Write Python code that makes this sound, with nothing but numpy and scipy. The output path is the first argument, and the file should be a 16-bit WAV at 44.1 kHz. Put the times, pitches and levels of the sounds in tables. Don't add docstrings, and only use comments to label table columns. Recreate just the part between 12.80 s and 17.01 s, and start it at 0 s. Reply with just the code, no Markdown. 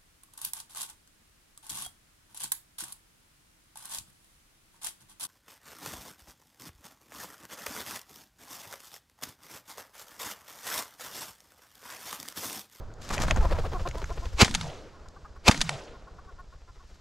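import sys
import numpy as np
from scipy import signal
from scipy.fft import rfft, irfft
from scipy.io import wavfile
from scipy.ndimage import uniform_filter1d

SR = 44100
rng = np.random.default_rng(int(sys.argv[2]) if len(sys.argv) > 2 else 0)


def pcm_store(signal):
    levels = np.round(np.clip(np.atleast_2d(signal), -1, 1) * 32767)
    wavfile.write(sys.argv[1], SR, levels.astype(np.int16).T)


N = 185600

# time in seconds, level in dB.
BUFFET_LEVEL = [(0, -37.5), (.27, -49), (.48, -24), (.68, -27), (.85, -32), (1.3, -40.5), (1.8, -38),
                (2.05, -52.5), (4.2, -55)]
# frequency in Hz, relative level in dB.
BUFFET_SPECTRUM = [(8, -4), (22, 0), (45, -8), (70, -5), (110, -12), (200, -26), (500, -70.5)]
# frequency in Hz, relative level in dB.
AIR_SPECTRUM = [(60, -2), (150, -2.5), (250, -8), (550, -4.5), (900, -11.5), (1400, -13), (2200, -30),
                (5000, -42), (15500, -71)]
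# frequency in Hz, relative level in dB.
HISS_SPECTRUM = [(500, -0.5), (2500, -3.5), (5000, 2), (7500, -5), (9500, -19.5), (15500, -38)]
AIR_START_DB, AIR_FALL_DB_PER_S = -50.5, 5

# frequency in Hz, correlation from 0 to 1.
LIKENESS = [(25, .8), (70, 1), (500, 0.95), (3000, 0.89), (6000, 1), (9000, 0.92), (14000, .5)]
# frequency in Hz, left minus right in dB.
PORT_BALANCE = [(60, 0), (200, -1), (700, 0.1), (2400, -0.4), (4400, -0.5), (8000, 3.2), (15000, 4.5)]
# frequency in Hz, radians by which the left leads.
PORT_PHASE = [(200, 0.11), (600, -0.098), (1300, -0.22), (3000, -.3), (7000, -0.071), (12000, 0)]
EDGE_HZ = 15750

# frequency in Hz, relative level in dB.
SWISH_SPECTRUM = [(120, -23), (200, -4.5), (385, -8.5), (800, -13.5), (1200, -9.5), (2560, -14),
                  (5000, -13), (7000, -16), (10000, -32), (12500, -30), (15500, -55.5)]
# frequency in Hz, relative level in dB.
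SNAP_SPECTRUM = [(120, -22), (200, -4), (800, -10), (1200, -7.5), (2500, -13.5), (7000, -10.5),
                 (10000, -23), (12500, -22.5), (15500, -49.5)]
# time in seconds, level in dB.
RUSTLE_LEVEL = [(.17, -75), (.23, -46), (.5, -46.5), (.9, -50.5), (1.56, -51), (2.2, -66), (3.7, -69),
                (4.2, -60)]
# middle in seconds, level in dB.
THRASHES = [(0.346, -31.5), (0.423, -33), (0.493, -40)]
THRASH_S = 0.013
# start in seconds, peak of the main resonance in dB, its centre in Hz.
TICKS = [(0.139, -45.5, 5360), (0.304, -29, 2100), (0.3801, -19, 1870), (0.5098, -9.5, 2130),
         (0.562, -23, 1040), (1.075, -30, 3000), (1.088, -30.5, 4700), (1.112, -31, 2000),
         (1.2426, -26, 1440), (1.456, -33.5, 2840), (2.286, -41, 4800)]
TICK_OCTAVES, TICK_DECAY_S = 0.47, 0.0017

# time in seconds, level in dB.
WING_LEVEL = [(.3, -37), (.58, -31.5), (.95, -32.5), (1.3, -38.5), (1.47, -43), (1.6, -53), (2.2, -63),
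              (4.2, -61)]
# time in seconds, peak in dB.
PUSH_LEVEL = [(.42, -28.5), (.58, -15), (.78, -27), (1.2, -29.5), (1.52, -23.5), (2.2, -43)]
# frequency in Hz, relative level in dB.
FEATHER_SPECTRUM = [(80, -1.5), (160, -2.0), (400, 0.5), (1000, 4.5), (2000, -6.5), (5000, -14.5),
                    (8000, -33.5), (14000, -44.5)]
# frequency in Hz, relative level in dB.
SLAP_SPECTRUM = [(70, -54), (140, 9.0), (220, 5.0), (320, -5.0), (900, 0.5), (1600, -3.5),
                 (3000, -15.5), (8000, -29), (15000, -47.5)]
TAKE_OFF_S, FIRST_BEAT_S, BEAT_GROWTH_S = .3138, .0656, .00072
CRUISE_FROM_S, CRUISE_BEATS_PER_S = 2.2, 13.6
WHOOSH_HZ, WHOOSH_SAG_OCTAVES_PER_S = 614, .38

# middle in seconds, level in dB before the rasp and fade,
# nominal pitch in Hz, length in seconds.
CLUCKS = [(.619, -36.5, 420, 0.051), (.652, -32.5, 338, .057), (0.755, -40.5, 328.4, 0.054),
          (.85, -35.5, 381.5, 0.025), (0.959, -35, 368, .045), (1.064, -34, 350.4, .031),
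          (1.186, -42, 331, 0.049), (1.314, -40, 340.4, 0.034), (1.436, -43, 346, 0.039),
          (2.156, -54.5, 356, 0.047), (2.264, -54, 334, 0.029), (2.371, -50.5, 386, 0.027),
          (2.459, -45, 399, 0.028), (2.57, -48.5, 368, .025), (3.158, -54, 358, 0.043),
          (3.282, -50, 365, 0.026), (3.395, -49, 376.5, 0.027), (3.492, -50.5, 374, 0.042),
          (3.602, -47, 365, .038), (3.734, -54, 360, .032), (3.894, -55.5, 344, 0.043),
          (4.008, -54.5, 361, 0.035)]
# frequency in Hz, gain in dB.
THROAT = [(300, -11), (700, 1.5), (1080, 6.5), (1400, -3.5), (1750, -20), (2400, -56)]
# time in seconds, tilt in dB per octave above the fundamental.
CLUCK_TILT = [(1.5, -5), (2.3, 15)]
GLIDE_OCTAVES_PER_S, LEVEL_NOTE_S = -13.5, 0.0399

# time in seconds, crack in dB, rush that swells into it in dB,
# rise time of the rush in seconds, echo in dB, force of the action in dB,
# delay of the last clack in seconds, its level in dB before the force is added.
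SHOTS = [(1.6154, -7.5, -12, 0.014, -28, -1, .1958, -21.5),
         (2.6806, -6, -17.5, 0.012, -27, 0.5, .2117, -16)]
# frequency in Hz, relative level in dB.
CRACK_SPECTRUM = [(180, -29.5), (300, 0), (674, -5.5), (1140, 0), (1540, -9.5), (1970, -7), (2520, -0.5),
                  (2830, -4.5), (3630, -9.5), (4720, -6.5), (5210, -11), (7500, -13), (8700, -22.5),
                  (12100, -28.5), (15500, -60)]
# frequency in Hz, relative level in dB.
SLAP_OFF_GROUND = [(200, -8.5), (500, -4), (850, -0.5), (1500, -8), (3000, -36.0), (10000, -52)]
# delay in seconds, signed height (full scale is 1), half width in seconds.
WAVES = [(.0086, -.32, 0.0011), (0.015, 0.43, 0.0013), (.128, .035, .009), (.209, 0.011, 0.0012)]
# frequency in Hz, relative level in dB.
ECHO_SPECTRUM = [(60, 5.5), (150, 6.5), (300, -4.5), (450, -1.5), (900, 0.5), (2000, -6.5), (4500, -3.5),
                 (7000, -2), (10000, -12.5), (15000, -30)]
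# frequency in Hz, time to fall 60 dB in seconds.
ECHO_T60 = [(60, 0.67), (500, 0.48), (1500, 1), (4000, 0.79), (8000, 0.56), (14000, .55)]
# delay in seconds, length in seconds,
# level in dB before fading, first frequency in Hz, last frequency in Hz, resonator bandwidth in Hz.
ROLLS = [(0.019, .16, -38.5, 260, 180.3, 140), (0.124, .19, -37, 172, 135.3, 56),
         (0.2, .13, -41, 820, 470, 420), (.27, .24, -46, 570, 380, 440)]
ROLL_FADE_DB_PER_S = 29
# frequency in Hz, relative level in dB.
STEEL_SPECTRUM = [(240, -49), (400, -20), (914, -6), (1130, -8), (2090, -2), (2550, -6.5), (3790, -2),
                  (4160, -5.5), (4420, -0.5), (5310, -8), (6680, -6), (7550, -9.5), (10100, -18.5),
                  (14800, -42.5), (15500, -47)]
# frequency in Hz, relative level in dB,
# time to fall 60 dB in seconds.
ACTION_MODES = [(1860, -4, 0.047), (2137, -8.5, 0.027), (3275, -29.5, 0.072), (3730, -16.5, 0.05),
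                (4250, -28, 0.092), (5535, -4.5, 0.03), (7720, -24.5, 0.22), (9700, -15.5, 0.061)]
# delay in seconds, level in dB before the
# force is added, decay constant in seconds, tilt in dB per octave.
CYCLE = [(0.0311, -15, .004, -1.5), (.038, -26, .009, -4), (.064, -27, 0.0049, -6),
         (0.0952, -30, 0.0033, 0.5), (0.1259, -24, .0035, -0.5), (.1334, -16, .0048, .5)]
LAST_CLACK_DECAY_S, LAST_CLACK_TILT_DB = .0022, -3


def amp(db):
    return 10 ** (np.asarray(db) / 20)


def unit(x):
    return x / np.sqrt(np.mean(x ** 2) + 1e-20)


def read(points, hz):
    f, value = np.transpose(points)
    return np.interp(np.log(hz + 1), np.log(f + 1), value)


def at(rows, s):
    return np.interp(s, *np.transpose(rows))


def level(rows):
    return amp(at(rows, np.arange(N) / SR))


def seconds(length):
    return np.arange(int(length * SR)) / SR


def add(mix, s, sound):
    part = mix[:, max(round(s * SR), 0):][:, :sound.shape[-1]]
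    part += sound[..., :part.shape[1]]


def smooth(x, *sizes):
    for size in sizes:
        x = uniform_filter1d(x, size=size)
    return unit(x)


def colour(x, spectrum):
    n = x.shape[-1]
    gain = amp(read(spectrum, np.fft.rfftfreq(n, 1 / SR)))
    return unit(irfft(rfft(x) * gain, n))


def noise(spectrum, n, tilt_db=0):
    size = 2 ** int(np.ceil(np.log2(n)))
    hz = np.fft.rfftfreq(size, 1 / SR)
    mid, side = rfft(rng.standard_normal((2, size)))
    same = np.clip(read(LIKENESS, hz), 0, 1)
    side = side * np.sqrt((1 - same) / (1 + same))
    gain = amp(read(spectrum, hz) + tilt_db * np.log2(hz + 1))
    return unit(irfft(np.array([mid + side, mid - side]) * gain)[:, :n])


def hollow(hz, width_hz, unevenness=1):
    r = np.exp(-np.pi * abs(width_hz) / SR)
    a, b = rng.standard_normal((2, SR))
    slow = signal.lfilter([1], [1, -2 * r, r * r], a + 1j * b)[-len(hz):]
    strength = unit(abs(slow)) ** unevenness
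    phase = np.angle(slow) + 2 * np.pi * np.cumsum(hz) / SR
    return unit(strength * np.cos(phase))


def bell(u):
    return np.exp(-u ** 2 / 2)


def push(u):
    return -u * bell(u) * np.exp(.5)


def burst(t, decay, rise=0.00026):
    t = np.maximum(t, 0)
    return (1 - np.exp(-t / rise)) * np.exp(-t / decay)


def buffeting():
    return level(BUFFET_LEVEL) * noise(BUFFET_SPECTRUM, N)


def breeze(waver_db=1.85):
    waver = smooth(rng.standard_normal(N), 2200, 900)
    fall_db = AIR_START_DB - AIR_FALL_DB_PER_S * np.arange(N) / SR
    return amp(fall_db + waver_db * waver) * noise(AIR_SPECTRUM, N)


def hiss(db=-69):
    return amp(db) * noise(HISS_SPECTRUM, N)


def grass(snaps_per_s=2000, snaps_db=-1, swish_db=-4, clump_db=5.0, thrash_db=-39, snap_power=.8,
          waver_db=1.5):
    sizes = amp(4.5 * np.minimum(rng.exponential(1, N), 4))
    sizes = sizes * (rng.random(N) < snaps_per_s / SR)
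    signs = rng.choice([-1, 1], N) + .35 * rng.standard_normal((2, N))
    snaps = colour(sizes * signs, SNAP_SPECTRUM)
    clumps = unit(amp(clump_db * smooth(rng.standard_normal(N), 500)))
    waver = smooth(rng.standard_normal(N), 1100, 400)
    thrashes = sum(amp(db) * bell((np.arange(N) / SR - s) / THRASH_S) for s, db in THRASHES)
    strength = np.hypot(level(RUSTLE_LEVEL), thrashes) * amp(waver_db * waver)
    snap_share = np.minimum(strength / amp(thrash_db), 1) ** snap_power
    snapping = amp(snaps_db) * snap_share * clumps * snaps
    return strength * (snapping + amp(swish_db) * noise(SWISH_SPECTRUM, N))


def ticks(fizz=0.2, bright_db=-11, bright_hz=6400, bright_octaves=0.1):
    out, t = np.zeros((2, N)), seconds(.04)
    for s, db, centre_hz in TICKS:
        flat = noise([(100, 0), (16000, 0)], len(t))
        snap = (t == 0) + fizz * flat * burst(t, TICK_DECAY_S)
        resonances = [(centre_hz, TICK_OCTAVES, 0), (bright_hz, bright_octaves, bright_db)]
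        for hz, octaves, part_db in resonances:
            edges_hz = np.clip([hz / 2 ** octaves, hz * 2 ** octaves], 100, 15000)
            band = signal.butter(2, edges_hz, "bandpass", fs=SR, output="sos")
            ring = signal.sosfilt(band, snap)
            add(out, s, amp(db + part_db) * ring / abs(ring).max())
    return out


def whirr(db=-16):
    rise = np.clip((np.arange(N) / SR - TAKE_OFF_S) / FIRST_BEAT_S, 0, 1)
    return amp(db) * rise * level(WING_LEVEL) * noise(AIR_SPECTRUM, N)


def flurry(start=.298, peak=0.5, end=0.92, db=-36, slaps_per_s=130, slap_decay=0.0029):
    slaps = (rng.random(N) < slaps_per_s / SR) * rng.uniform(0.75, 1, N)
    envelope = signal.oaconvolve(slaps, burst(seconds(.03), slap_decay))[:N]
    patter = unit(envelope + 0.17)
    corners = [start, start + 0.0058, peak, end]
    swell = np.interp(np.arange(N) / SR, corners, [0.044, 0.98, 1, 0.023])
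    return amp(db) * swell * patter * noise(SLAP_SPECTRUM, N)


def beat_times(near_count=18, far_count=27):
    k = np.arange(near_count)
    climb = TAKE_OFF_S + k * FIRST_BEAT_S + BEAT_GROWTH_S * k ** 2 / 2
    cruise = CRUISE_FROM_S + np.arange(far_count) / CRUISE_BEATS_PER_S
    return np.concatenate([climb, cruise + .003 * rng.standard_normal(far_count)])


def wings(stroke=.0068, hiss_stroke=0.0105, fall_octaves_per_s=22, push_delay=0.016, push_width=.0042,
          whoosh_width_hz=190, flutter_db=4.8, thud_db=-5, thud_hz=140, hiss_db=-10, hiss_follow=0.84,
          spread_db=1.5, pitch_spread=0.063, whoosh_flutter=.6):
    out, t = np.zeros((2, N)), seconds(.1) - .05
    steady = np.full(len(t), thud_hz)
    times = beat_times()
    for s, (strength, pitch) in zip(times, rng.standard_normal((len(times), 2))):
        whoosh_db = at(WING_LEVEL, s) + spread_db * strength
        sag = WHOOSH_SAG_OCTAVES_PER_S * min(s - TAKE_OFF_S, 1)
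        hz = WHOOSH_HZ * 2 ** (pitch_spread * pitch - sag - fall_octaves_per_s * t)
        whoosh = amp(whoosh_db) * hollow(hz, whoosh_width_hz, unevenness=0.54) * bell(t / stroke)
        thud = hollow(steady, 60, unevenness=0.13) * bell((t - stroke) / stroke)
        thud = amp(whoosh_db + thud_db) * thud
        flutter = unit(amp(flutter_db * smooth(rng.standard_normal(len(t)), 110)))
        feathers = noise(FEATHER_SPECTRUM, len(t)) * flutter * bell(t / hiss_stroke)
        feathers = amp(hiss_db + hiss_follow * whoosh_db) * feathers
        air_push = amp(at(PUSH_LEVEL, s)) * push((t - push_delay) / push_width)
        add(out, s + t[0], whoosh * flutter ** whoosh_flutter + thud + feathers + air_push)
    return out


def clucks(arch_octaves=0.18, rasp=0.28, glide_spread=0.074, wobble_share=0.027):
    out = np.zeros((2, N))
    for s, db, pitch_hz, length in CLUCKS:
        u = np.linspace(-1, 1, int(length * SR))
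        wobble, flutter = (smooth(v, 70)[:len(u)] for v in rng.standard_normal((2, 8192)))
        glide = GLIDE_OCTAVES_PER_S * (length - LEVEL_NOTE_S) + glide_spread * rng.standard_normal()
        octaves = glide * u / 2 - arch_octaves * (u ** 2 - .1)
        hz = pitch_hz * 2 ** octaves * (1 + wobble_share * wobble)
        phase = 2 * np.pi * np.cumsum(hz) / SR
        voice = np.zeros(len(u))
        for k in range(1, 7):
            harmonic_db = read(THROAT, k * hz) + at(CLUCK_TILT, s) * np.log2(k)
            voice += amp(harmonic_db) * np.cos(k * phase)
        fade = np.cos(u * np.pi / 2)
        add(out, s - length / 2, amp(db) * unit(voice) * (1 + rasp * flutter) * fade)
    return out


def far_hills(db=-28, delay=.55, spread=0.29):
    swells = np.zeros(N)
    for s, _, _, _, echo_db, *_ in SHOTS:
        swells += amp(db + echo_db) * bell((np.arange(N) / SR - s - delay) / spread)
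    return swells * noise(AIR_SPECTRUM, N)


def scattered_tail(t, patchy_db):
    hz, age, z = signal.stft(noise(ECHO_SPECTRUM, len(t)), SR, nperseg=256)
    patches = rng.standard_normal(z.shape[1:])
    patches = uniform_filter1d(patches, size=14, axis=0)
    patches = unit(uniform_filter1d(patches, size=4, axis=1))
    gain = amp(patchy_db * patches - 60 * age / read(ECHO_T60, hz)[:, None])
    return signal.istft(z * gain, SR, nperseg=256)[1][:, :len(t)]


def hills(patchy_db=2.5, near_db=-8, far_delay=.19, far_rise=0.045, far_db=0):
    out, t = np.zeros((2, N)), seconds(0.67)
    slopes = (1 + np.tanh((t - far_delay) / far_rise)) / 2
    for s, _, _, _, echo_db, *_ in SHOTS:
        tail = scattered_tail(t, patchy_db)
        add(out, s, amp(echo_db) * tail * (amp(near_db) + amp(far_db) * slopes))
        for delay, length, db, first_hz, last_hz, width_hz in ROLLS:
            n = int(length * SR)
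            glide_hz = np.geomspace(first_hz, last_hz, n)
            mid, side = (hollow(glide_hz, width_hz) for _ in range(2))
            roll = mid + 0.15 * side * np.array([[1], [-1]])
            fade = signal.windows.tukey(n, .5) * amp(-ROLL_FADE_DB_PER_S * t[:n])
            add(out, s + delay, amp(db) * roll * fade)
    return out


def action(ring_db=-17):
    out, t = np.zeros((2, N)), seconds(.15)
    top_db = max(mode[1] for mode in ACTION_MODES)
    for s, *_, force_db, last_delay, last_db in SHOTS:
        last_clack = (last_delay, last_db, LAST_CLACK_DECAY_S, LAST_CLACK_TILT_DB)
        for delay, db, decay, tilt_db in CYCLE + [last_clack]:
            phases = rng.uniform(0, 2 * np.pi, len(ACTION_MODES))
            ring = np.zeros(len(t))
            for (hz, mode_db, t60), phase in zip(ACTION_MODES, phases):
                ring += amp(mode_db - top_db - 60 * t / t60) * np.sin(2 * np.pi * hz * t + phase)
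            rattle = noise(STEEL_SPECTRUM, len(t), tilt_db) * burst(t, decay)
            add(out, s + delay, amp(db + force_db) * (rattle + amp(ring_db) * ring))
    return out


def blasts(decay=0.0037, second_delay=.0045, second_db=1.5, bounce_delay=.0125, bounce_db=-10,
           shock=.9, shock_length=0.000067):
    out, t = np.zeros((2, N)), seconds(.32) - .06
    arrival = t - np.array([[0], [.0003]])
    for s, crack_db, rush_db, rush_rise, *_ in SHOTS:
        u = np.maximum(t, 0) / shock_length
        front = shock * (t > 0) * (1 - u) * np.exp(-u)
        second = amp(second_db) * burst(t - second_delay, 0.0014)
        cracks = amp(crack_db) * (burst(t, decay, rise=.0001) + second)
        rush = amp(rush_db) * np.exp(-np.maximum(-t / rush_rise, t / 0.014) ** 1.28)
        roar = np.hypot(cracks, rush) * noise(CRACK_SPECTRUM, len(t))
        slap = amp(bounce_db) * burst(t - bounce_delay, 0.0034) * noise(SLAP_OFF_GROUND, len(t))
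        waves = sum(height * push((arrival - delay) / width) for delay, height, width in WAVES)
        add(out, s + t[0], front + roar + slap + waves)
    return out


def scene(birds_left_db=.5, wind_left_db=-0.26):
    ports = np.array([[1], [-1]])
    wind = buffeting() + breeze() + hiss()
    birds = grass() + ticks() + whirr() + flurry() + wings() + clucks()
    gun = far_hills() + hills() + action() + blasts()
    return wind * amp(wind_left_db * ports) + birds * amp(birds_left_db * ports) + gun


def record(dry):
    hz, ports = np.fft.rfftfreq(N, 1 / SR), np.array([[1], [-1]]) / 2
    balance = amp(read(PORT_BALANCE, hz) * ports)
    response = balance * np.exp(1j * read(PORT_PHASE, hz) * ports)
    clipped = np.clip(irfft(rfft(dry) * response, N), -1, 1)
    lowpass = signal.firwin(511, EDGE_HZ, window=("kaiser", 9), fs=SR)
    return signal.oaconvolve(clipped, lowpass[None], "same")


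dry = scene()
out = record(dry)
pcm_store(out)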